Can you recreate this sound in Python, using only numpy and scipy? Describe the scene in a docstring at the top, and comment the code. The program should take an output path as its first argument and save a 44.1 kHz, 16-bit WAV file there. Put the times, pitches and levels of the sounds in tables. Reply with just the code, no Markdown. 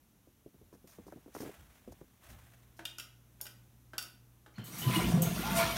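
"""A toilet flushes into its closed bowl: big air pockets gulp in the channels, small bubbles splash and
ring as damped oscillators, the rim jets hiss and spit, and the water column in the trap booms.
Before that, a hand-held phone is carried up through the small, faintly humming bathroom: fingers bump
its case and clothes rustle by friction. Then the metal lever clinks against the china tank, ringing
in its normal modes, and the flapper lifts to release the water."""
import sys
import numpy as np
from scipy import signal
from scipy.fft import rfft, irfft, next_fast_len
from scipy.io import wavfile
from scipy.ndimage import uniform_filter1d

SR = 44100
rng = np.random.default_rng(int(sys.argv[2]) if len(sys.argv) > 2 else 0)


def pcm_store(signal):
    """Save signal as 16-bit PCM."""
    levels = np.round(np.clip(np.atleast_2d(signal), -1, 1) * 32767)
    wavfile.write(sys.argv[1], SR, levels.astype(np.int16).T)


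N = 254456
T = np.arange(N) / SR


def undb(db):
    """Amplitude ratio of a level in decibels."""
    return 10 ** (np.asarray(db) / 20)


def unit(x):
    """Normalisation to rms 1."""
    return x / np.sqrt(np.mean(x ** 2))


def impact(x):
    """Normalisation to the energy of a 5 ms blow of rms 1/2."""
    return x / np.sqrt(np.sum(x ** 2) / (.005 * SR)) / 2


def curve(rows):
    """Linear interpolation of (t, value) rows at every sample."""
    return np.interp(T, *np.transpose(rows))


def at_hz(points, hz):
    """Interpolation of (f, value) rows on a log-frequency axis."""
    f, value = np.transpose(points)
    return np.interp(np.log(hz + 1), np.log(f), value)


def colour(x, spectrum):
    """Filtering by a smooth spectral envelope, at rms 1."""
    size = next_fast_len(len(x), True)
    gain = undb(at_hz(spectrum, np.fft.rfftfreq(size, 1 / SR)))
    return unit(irfft(rfft(x, size) * gain, size)[:len(x)])


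def resonate(x, hz, width):
    """Second-order resonance with gain 1 at its centre; bandwidth in Hz."""
    return signal.lfilter(*signal.iirpeak(min(hz, SR / 2 - 1), hz / width, SR), x)


def steep_band(x, hz, width):
    """Two equal resonances in cascade."""
    return resonate(resonate(x, hz, width), hz, width)


def fade(t, t60):
    """Exponential decay, 60 dB in t60 seconds."""
    return np.exp(-np.log(1000) * t / t60)


def ramp(start, length):
    """Linear rise from 0 to a steady 1."""
    return np.clip((T - start) / length, 0, 1)


def swell(s, rise_s, fade_db_per_s):
    """Gaussian rise up to time s, then exponential decay."""
    return np.exp(-(np.minimum(T - s, 0) / rise_s) ** 2) * undb(-fade_db_per_s * np.maximum(T - s, 0))


def walk(rate):
    """Smooth random fluctuation of rms 1, with `rate` new values a second."""
    hold = int(SR / rate)
    return unit(uniform_filter1d(np.repeat(rng.standard_normal(N // hold + 1), hold), hold)[:N])


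def add(out, s, sound):
    """Superposition of a sound starting at time s."""
    i = max(int(s * SR), 0)
    out[i:i + len(sound)] += sound[:max(N - i, 0)]


# partials of the hum: f/Hz, level/dB
HUM_PARTIALS = [(59.5, -62), (119.5, -56.5), (200, -79.5), (240, -86), (339, -78.5)]
# gain of the hum on the way to the wall: t/s, gain/dB
HUM_APPROACH = [(0, -37), (2.15, -16.5), (2.45, -8.5), (4.4, -8), (5.77, -5)]
# spectrum of the still room: f/Hz, level/dB
AIR_SPECTRUM = [(25, -10.5), (60, 1), (110, -3.5), (230, -4), (370, -12.5), (520, -17.5), (860, -18.5),
                (1800, -23.5), (3600, -25), (4820, -29.5), (6000, -23.5), (7800, -28), (12400, -22.5),
                (15800, -26.5)]
def room_noise():
    """Line spectrum over a noise floor: mains hum, growing near the wall, in still air."""
    hum = sum(undb(db) * unit(np.sin(2 * np.pi * (hz * T + rng.random()))) for hz, db in HUM_PARTIALS)
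    air = colour(rng.standard_normal(N), AIR_SPECTRUM) * undb(-66.5 + .5 * walk(3.36))
    return air + hum * undb(curve(HUM_APPROACH) + walk(9.9))


# transmission through the phone case: f/Hz, level/dB
CASE_SPECTRUM = [(50, -7), (110, 1), (200, 6), (350, 5.5), (560, -4.5), (800, -17.5), (1200, -29),
                 (2000, -40), (4500, -45), (12500, -52), (15500, -52)]
def case_bump(bright_db):
    """Impulse response of a damped case: a dull thud, with a tick and a snap if the catch is bright."""
    t = T[:SR // 10]
    slip = rng.standard_normal(len(t))
    thud_hz = 335 * rng.uniform(0.74, 1.35)
    thud = np.sin(2 * np.pi * thud_hz * t) * fade(t, 0.036) * np.minimum(t / 0.0016, 1) ** 2
    scrape = colour(slip, CASE_SPECTRUM) * fade(t, 0.085) * np.minimum(t / 0.0036, 1) ** 2
    tick = resonate(steep_band(slip * fade(t, 0.032), 490, 1100), 810, 1400)
    snap = slip * fade(t, .008)
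    edge = undb(2) * impact(tick) + undb(-13.5) * impact(snap)
    return undb(-0.5) * impact(thud) + impact(scrape) + undb(bright_db) * edge


# fingers landing on the case: t/s, level/dB, brightness/dB, slip duration/s
FINGER_CONTACTS = [(0.272, -49, -32, 0), (0.461, -39.5, -41, 0), (0.543, -48, -36, 0),
                   (0.613, -50.5, -38, 0), (0.727, -48.5, -9, .025), (0.842, -45.5, -32, 0),
                   (0.985, -37, -19.5, 0), (1.066, -46, -14, 0), (1.081, -42, -7.5, 0), (1.123, -40, -4, 0),
                   (1.159, -43.5, -22, .025), (1.26, -45.5, -13.5, .025), (1.35, -38.5, 1, .018),
                   (1.403, -32.5, -11.5, .095), (1.876, -34.5, -36, 0), (1.922, -50.5, 0, 0),
                   (2.013, -42, -11.5, 0)]
def fingers():
    """Stick-slip: a finger lands and, if it slides, catches again at uneven gaps, ever more weakly."""
    gap_s, fade_db_per_s = .015, 74
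    out = np.zeros(N)
    for s, db, bright_db, slip_s in FINGER_CONTACTS:
        add(out, s, undb(db) * case_bump(bright_db))
        if slip_s:
            for delay in np.cumsum(gap_s * rng.uniform(0.63, 1.3, size=7)):
                gain = (delay < slip_s) * undb(db - 1 - fade_db_per_s * delay)
                add(out, s + delay, gain * case_bump(bright_db))
    return out


# steps and jolts of the arm: t/s, level/dB
JOLTS = [(.62, -59.5), (1.0, -60.5), (1.62, -57), (1.9, -57.5), (2.32, -52.5)]
def steps():
    """Structure-borne sound: steps rumble through the carrying arm into the phone."""
    rumble = unit(resonate(resonate(rng.standard_normal(N), 62, 45), 70, 160))
    return rumble * sum(undb(db) * swell(s, rise_s=0.042, fade_db_per_s=103) for s, db in JOLTS)


# skin and sleeve rubbing past the phone: t/s, nominal duration/s, level/dB
RUBS = [(0.729, .025, -67.5), (0.872, .08, -63.5), (1.066, 0.035, -66.5), (1.341, 0.064, -57),
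        (1.403, .04, -53.5), (1.917, .018, -61.5), (2.288, 0.036, -62), (2.766, 0.023, -65.5)]
# treble peaks of the phone's microphone, colouring the hiss of each rub: f/Hz, bandwidth/Hz, level/dB
MIC_PEAKS = [(6300, 4400, 3.5), (9100, 2400, 1), (12300, 3500, 2)]
def scrapes():
    """Dry friction: each rub starts abruptly and dies away as the slip slows."""
    out = np.zeros(N)
    for s, length, db in RUBS:
        t = T[:int(1.5 * length * SR)]
        grip = rng.standard_normal(len(t)) * undb(2.4 * walk(400)[:len(t)])
        rub = sum(undb(peak_db) * unit(steep_band(grip, hz, width)) for hz, width, peak_db in MIC_PEAKS)
        envelope = np.minimum(t / 0.0026, 1) * np.cos(np.pi / 2 * t / t[-1])
        add(out, s, undb(db) * unit(rub) * envelope)
    return out


# reverberation time of the bathroom: f/Hz, T60/s
REVERB_TIMES = [(100, 0.24), (300, 0.57), (800, 0.41), (2000, 0.46), (5500, 0.33), (15000, 0.3)]
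def bathroom(x, wet_db):
    """Direct sound plus the diffuse field of close, hard walls; each octave decays at its own rate."""
    t = T[:SR // 2]
    noise, hz = rfft(rng.standard_normal(len(t))), np.fft.rfftfreq(len(t), 1 / SR)
    octave = np.clip(np.log2((hz + 1) / 125), 0, 7)
    tail = np.zeros(len(t))
    for k in range(8):
        band = irfft(noise * np.maximum(1 - abs(octave - k), 0), len(t))
        tail += band * fade(t, at_hz(REVERB_TIMES, 125 * 2 ** k))
    tail *= np.clip(t / 0.0065, 0, 1)
    return x + undb(wet_db) * signal.fftconvolve(x, tail / np.linalg.norm(tail))[:N]


# spectrum of rubbing cloth: f/Hz, level/dB
CLOTH_SPECTRUM = [(200, -18), (600, 0), (1000, -0.5), (1600, -1), (2400, -3.5), (3300, -6), (4800, -13),
                  (6200, -10.5), (9000, -11), (15500, -11)]
# movements of the clothes: t/s, level/dB, rise time/s
CLOTH_MOVES = [(0.881, -68, 0.012), (1.12, -77, 0.033), (1.36, -63.5, 0.029), (1.425, -64, 0.036),
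               (2.255, -62.5, 0.029)]
def clothes():
    """Friction noise of fabric: a quick brush with each move, then a slow decay as the cloth settles."""
    rub = colour(rng.standard_normal(N) * undb(3.0 * walk(150)), CLOTH_SPECTRUM)
    envelope = sum(undb(db) * (swell(s, rise, 74) + undb(-7.5) * swell(s, rise, 18))
                   for s, db, rise in CLOTH_MOVES)
    return bathroom(rub * envelope, wet_db=-8)


# normal modes of lever and tank wall: f/Hz, level/dB, T60/s
NORMAL_MODES = [(1480, 0.5, 0.16), (1552, -10.5, 0.026), (1880, -4, 0.029), (2050, -11, 0.09),
                (2450, -11, 0.041), (2620, -3.5, 0.11), (2897, 2.5, 0.038), (3160, 1, .035),
                (3580, 2, 0.029), (4800, 5, 0.013), (5370, -1.5, 0.069), (5520, 1, 0.11), (6800, 3, 0.075),
                (8300, -9, 0.05), (9600, -17, .04), (10800, -9, 0.06), (13100, -14, 0.04),
                (13000, -7, 0.049), (15400, -9, 0.05)]
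def strike(metal_db, china_db, treble_db, struck_hz):
    """Modal excitation by impact: one contact cracks, rings the metal and knocks on the china."""
    t = T[:SR // 3]
    hz, mode_db, t60 = np.transpose(NORMAL_MODES)[:, :, None]
    scatter = rng.standard_normal((len(hz), 2))
    place_db = 7 * np.exp(-(np.log2(hz / struck_hz) / 0.48) ** 2)  # the contact point favours some modes
    tilt_db = treble_db * np.log2(hz / 4000) / 2
    gain = undb(mode_db + place_db + tilt_db + scatter[:, :1])
    detuned_hz = hz * (1 + 0.0037 * scatter[:, 1:])
    ring = np.sum(gain * np.sin(2 * np.pi * detuned_hz * t) * fade(t, t60), axis=0)
    contact = rng.standard_normal(len(t))
    # the pressing hand damps the same modes, so the first crack has broad peaks
    crack = sum(g * resonate(contact, f, 0.031 * f) / np.sqrt(f) for f, g in zip(hz[:, 0], gain[:, 0]))
    crack *= fade(t, 0.043)
    tick = steep_band(contact * fade(t, 0.012), 10700, 12200)
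    clink = undb(-11) * impact(ring) + impact(crack) + undb(-4 + treble_db / 2) * impact(tick)
    china = resonate(contact, 590, 340) + 1.9 * resonate(contact, 342, 73)
    arm = 1.2 * steep_band(contact, 910, 510) + 1.5 * steep_band(contact, 1340, 440)
    knock = arm * fade(t, 0.036) + 1.16 * china * fade(t, 0.13)
    return undb(metal_db) * clink + undb(china_db) * impact(knock)


# lever meeting its stops: t/s, level/dB, tilt/(dB per 2 octaves), favoured f/Hz
LEVER_CLICKS = [(2.853, -29, -10, 3340), (2.984, -35.5, -8, 5700), (2.998, -34.5, -5.5, 2380),
                (3.413, -39, 21.5, 6270), (3.455, -44, -13, 2860), (3.467, -39.5, -3, 2280),
                (3.981, -26.5, -0.5, 4340), (3.984, -33.5, -11, 1650), (4.026, -43.5, 14, 11000)]
# arm and flapper knocking inside the tank: t/s, level/dB
TANK_KNOCKS = [(2.792, -37), (3.405, -47.5), (3.934, -38.5), (4.462, -46.5), (4.582, -41)]
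def lever():
    """Mechanical coupling: bright clicks also jolt the tank, dull knocks also ring the lever."""
    out = np.zeros(N)
    for s, db, treble_db, struck_hz in LEVER_CLICKS:
        add(out, s, strike(metal_db=db, china_db=-51.5, treble_db=treble_db, struck_hz=struck_hz))
    for s, db in TANK_KNOCKS:
        add(out, s, strike(metal_db=db - 9.5, china_db=db, treble_db=-23, struck_hz=1550))
    return bathroom(out, wet_db=-4)


OPEN_S = 4.54  # the flapper lifts
RUNNING = ramp(OPEN_S, 0.018)
RUNNING_RMS = np.sqrt(RUNNING.mean())  # refers levels to the time the water runs
def bubbles(count, low_hz, high_hz, cycles, spread_db):
    """Bubble resonance: a swarm of damped oscillators of all sizes, each rising slightly in pitch."""
    out = np.zeros(N)
    for when, size, strength, length in rng.random((count, 4)):
        hz = low_hz * (high_hz / low_hz) ** size
        life = cycles * (.5 + length) / hz
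        t = T[:int(life * SR)]
        ring = np.sin(2 * np.pi * hz * t * (1 + .1 * t / life)) * fade(t, life)
        gain = hz / high_hz * undb(-spread_db * np.log(strength + 0.01))
        add(out, OPEN_S + when * (T[-1] - OPEN_S), gain * ring)
    return unit(out)


def water(swarm, foam_db, spectrum):
    """Incoherent sum of ringing bubbles and the smooth noise of foam, under one spectral envelope."""
    foam = unit(RUNNING * rng.standard_normal(N))
    return RUNNING_RMS * colour(swarm + undb(foam_db) * foam, spectrum)


# water running into the bowl: t/s, level/dB
FLOW_LEVEL = [(4.54, -68), (4.59, -57), (4.628, -61.5), (4.964, -35.5), (5.048, -42.5), (5.12, -42),
              (5.216, -52), (5.226, -43.5), (5.35, -43.5), (5.46, -38), (5.542, -38.5), (5.6, -29),
              (5.75, -42), (5.77, -34.5)]
# spectrum of the splashing: f/Hz, level/dB
SPLASH_SPECTRUM = [(250, -3), (500, -9), (1000, 0.5), (1700, 0), (2300, -2), (3100, -1.5), (4200, -8),
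                   (6000, -10.5), (7500, -11.5), (15000, -40)]
# modes of the air under the lid: f/Hz, bandwidth/Hz, gain/dB
BOWL_MODES = [(512, 16, 11), (665, 10.6, 14), (899.5, 7.9, 9), (1021, 22, 5), (1139, 8.3, 9.5),
              (1404, 24, 5), (2086, 29, -7), (2266, 30, 4.5), (2990, 19, -9), (5760, 78, 5.5)]
def splash():
    """Cavity resonance: small splashing bubbles excite the air enclosed in the bowl."""
    swarm = bubbles(count=1500, low_hz=455, high_hz=7020, cycles=56, spread_db=1.5)
    source = water(swarm, foam_db=-3.5, spectrum=SPLASH_SPECTRUM) * undb(0.75 * walk(35))
    cavity = sum(undb(db) * resonate(source, hz, width) for hz, width, db in BOWL_MODES)
    return RUNNING_RMS * unit(source + cavity) * undb(curve(FLOW_LEVEL) - 3)


# air passing the flapper and the rim holes: t/s, f/Hz, level/dB
GAP_TONES = [(4.555, 4270, -65), (4.584, 3060, -60), (4.721, 5790, -56), (4.728, 1220, -58),
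             (4.818, 2960, -46.5), (5.235, 6470, -47)]
def whistles():
    """Flow-excited resonance: narrow gaps whistle as water drives trapped air through them."""
    quality, t60 = 13, 0.57
    out, t = np.zeros(N), T[:SR // 2]
    for s, hz, db in GAP_TONES:
        tone = unit(steep_band(rng.standard_normal(len(t)), hz, hz / quality))
        add(out, s, undb(db) * tone * fade(t, t60))
    return out


# spectrum of the churning channels: f/Hz, level/dB
CHURN_SPECTRUM = [(50, -15), (100, -2.5), (135, -3), (185, 3), (260, -9.5), (380, -7.5), (450, -16.5),
                  (530, -23.5), (700, -10), (1200, -31.5)]
def churn():
    """Two-phase flow: large bubbles churn, loudest while water purges the channels of air."""
    before_db, purge_db, after_db = -54, -33.5, -40
    purge_s, attack_s, hold_s, release_s = 4.76, 0.14, 0.363, 0.045
    level_db = (before_db + (purge_db - before_db) * ramp(purge_s, attack_s)
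                + (after_db - purge_db) * ramp(purge_s + attack_s + hold_s, release_s))
    swarm = bubbles(count=300, low_hz=90, high_hz=718, cycles=16, spread_db=2)
    source = water(swarm, foam_db=4.8, spectrum=CHURN_SPECTRUM)
    flapper_open = ramp(4.58, 0.011)
    return flapper_open * source * undb(level_db + 1.2 * walk(35))


# loudest gulps of the flush, with the valve's thump and one short whistle:
# t/s at the crest, f/Hz, level/dB, rise time/s
FLUSH_TONES = [(4.588, 199, -36, 0.0061), (4.595, 118, -39, 0.0061), (4.88, 127, -23, .022),
               (4.9, 1004, -38.5, 0.043), (4.96, 2875, -33, 0.0098), (4.965, 998, -34, 0.028),
               (4.972, 331, -28, 0.0078), (5.068, 194.2, -24, 0.0051), (5.143, 177.7, -18, 0.0053),
               (5.175, 140, -26, 0.011), (5.205, 520, -38, 0.024), (5.535, 193.5, -28.5, .02),
               (5.6, 2280, -35.5, .012), (5.612, 668, -25, .048), (5.612, 1115, -33.5, 0.038)]
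def gulps():
    """Damped oscillation: gulps, a valve thump and a short whistle swell, wobble and sag in pitch."""
    t60, sag_hz_per_s = .13, 122
    out = np.zeros(N)
    t = T[:SR // 2] - .1  # time from the crest
    for s, hz, db, rise_s in FLUSH_TONES:
        envelope = np.exp(-(np.minimum(t, 0) / rise_s) ** 2) * fade(np.maximum(t, 0), t60)
        envelope *= undb(1.44 * walk(190.2)[:len(t)])
        pitch = (hz - sag_hz_per_s * t) * (1 + 0.0087 * walk(205)[:len(t)])
        add(out, s + t[0], undb(db) * envelope * np.sin(2 * np.pi * np.cumsum(pitch) / SR))
    return out


# spectrum of the rim jets: f/Hz, level/dB
SPRAY_SPECTRUM = [(1500, -8), (4000, 2), (6000, -3.5), (7500, -3.5), (8600, 1), (9800, 3), (10500, -3),
                  (11400, 2.5), (14200, -0.5), (15700, -2.5)]
# waves slapping the bowl and throwing extra spray: t/s, gain/dB, half-width/s
WAVE_SLAPS = [(4.965, 6, 0.028), (5.11, 2, 0.018), (5.575, 7, 0.028)]
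def spray():
    """Jet noise: the sputtering rim jets follow the flow, choked briefly until an air plug bursts out."""
    start_s, burst_s, choke_s = 4.64, 5.22, 0.043
    choke_db = -13 * np.exp(-abs(T - burst_s) / choke_s) * (T < burst_s)
    slap_db = sum(db * np.exp(-((T - s) / width_s) ** 2) for s, db, width_s in WAVE_SLAPS)
    sputter_db = 1.06 * walk(45)
    level_db = -26.5 + .5 * curve(FLOW_LEVEL) + choke_db + slap_db + sputter_db
    swarm = bubbles(count=4000, low_hz=3930, high_hz=15080, cycles=2.2, spread_db=0.5)
    return water(swarm, foam_db=0.5, spectrum=SPRAY_SPECTRUM) * ramp(start_s, 0.015) * undb(level_db)


# bursts of air and spray from the rim: t/s, level/dB, T60/s
RIM_BURSTS = [(4.641, -53.5, 0.62), (4.783, -43.5, 0.5), (5.22, -29.5, 0.096)]
# resonances of the rim holes: f/Hz, bandwidth/Hz, level/dB
HOLE_MODES = [(6580, 350, -11), (8130, 790, -9)]
def spits():
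    """Transient jets: trapped air escapes in a high hiss that rings the rim holes."""
    out, t = np.zeros(N), T[:SR // 2]
    for s, db, t60 in RIM_BURSTS:
        air = rng.standard_normal(len(t))
        jet = unit(steep_band(air, hz=13100, width=6000))
        holes = sum(undb(hole_db) * unit(steep_band(air, hz, width)) for hz, width, hole_db in HOLE_MODES)
        add(out, s, undb(db) * (jet + holes) * fade(t, t60))
    return out


def drain():
    """Column resonance: water in the trap booms on one low note amid a rumble, building as the bowl fills."""
    start_s, boom_hz, growth_db_per_s = 4.83, 57.5, 12
    boom = unit(np.sin(2 * np.pi * np.cumsum(boom_hz * (1 + 0.028 * walk(20))) / SR))
    rumble = unit(resonate(resonate(rng.standard_normal(N), 72, 40), 80, 50))
    column = undb(-2.5 + 1.1 * walk(11)) * boom + undb(-11.5) * rumble
    slug_db = 16 * np.exp(-((T - 5.075) / 0.043) ** 2)  # the first slug of water tips into the trap
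    return ramp(start_s, .1) * column * undb(-48 + growth_db_per_s * (T - start_s) + slug_db)


def glug():
    """Resonance of a shrinking cavity: as water rises under the lid, the note climbs and settles."""
    start_s, start_hz, climb_hz, climb_s = 5.425, 626, 267, 0.0179
    out, t = np.zeros(N), T[:SR // 2]
    pitch = (start_hz + climb_hz * (1 - np.exp(-t / climb_s))) * (1 + 0.015 * walk(155)[:len(t)])
    envelope = np.minimum(t / 0.0047, 1) * fade(t, 0.66) * undb(-36 + 3.1 * walk(94)[:len(t)])
    add(out, start_s, envelope * np.sin(2 * np.pi * np.cumsum(pitch) / SR))
    return out


def slosh(x, depth_db, rate):
    """Amplitude modulation: water opens and closes cavities, so each third-octave swells on its own."""
    size = next_fast_len(N, True)
    spectrum, hz = rfft(x, size), np.fft.rfftfreq(size, 1 / SR)
    third = np.clip(3 * np.log2((hz + 1) / 630), 0, 14)
    bands = (irfft(spectrum * np.maximum(1 - abs(third - k), 0), size)[:N] for k in range(15))
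    return sum(band * undb(depth_db * walk(rate)) for band in bands)


def flush():
    """Reverberation of the water sounds: splash and hiss carry more of it than gulps and boom."""
    high = slosh(splash() + spray(), depth_db=1.6, rate=24) + whistles() + spits()
    low = churn() + gulps() + drain() + glug()
    return bathroom(high, wet_db=-3.5) + bathroom(low, wet_db=-8.5)


def scene():
    """Superposition of all sources at one microphone, the same in both channels."""
    return np.tile(room_noise() + fingers() + steps() + scrapes() + clothes() + lever() + flush(), (2, 1))


def record(dry):
    """Band limiting: the phone cuts the deepest bass and the highest treble."""
    thin = signal.sosfilt(signal.butter(2, 33, "high", fs=SR, output="sos"), dry)
    return signal.sosfilt(signal.ellip(10, .2, 70, 15750, fs=SR, output="sos"), thin)


dry = scene()
out = record(dry)
pcm_store(out)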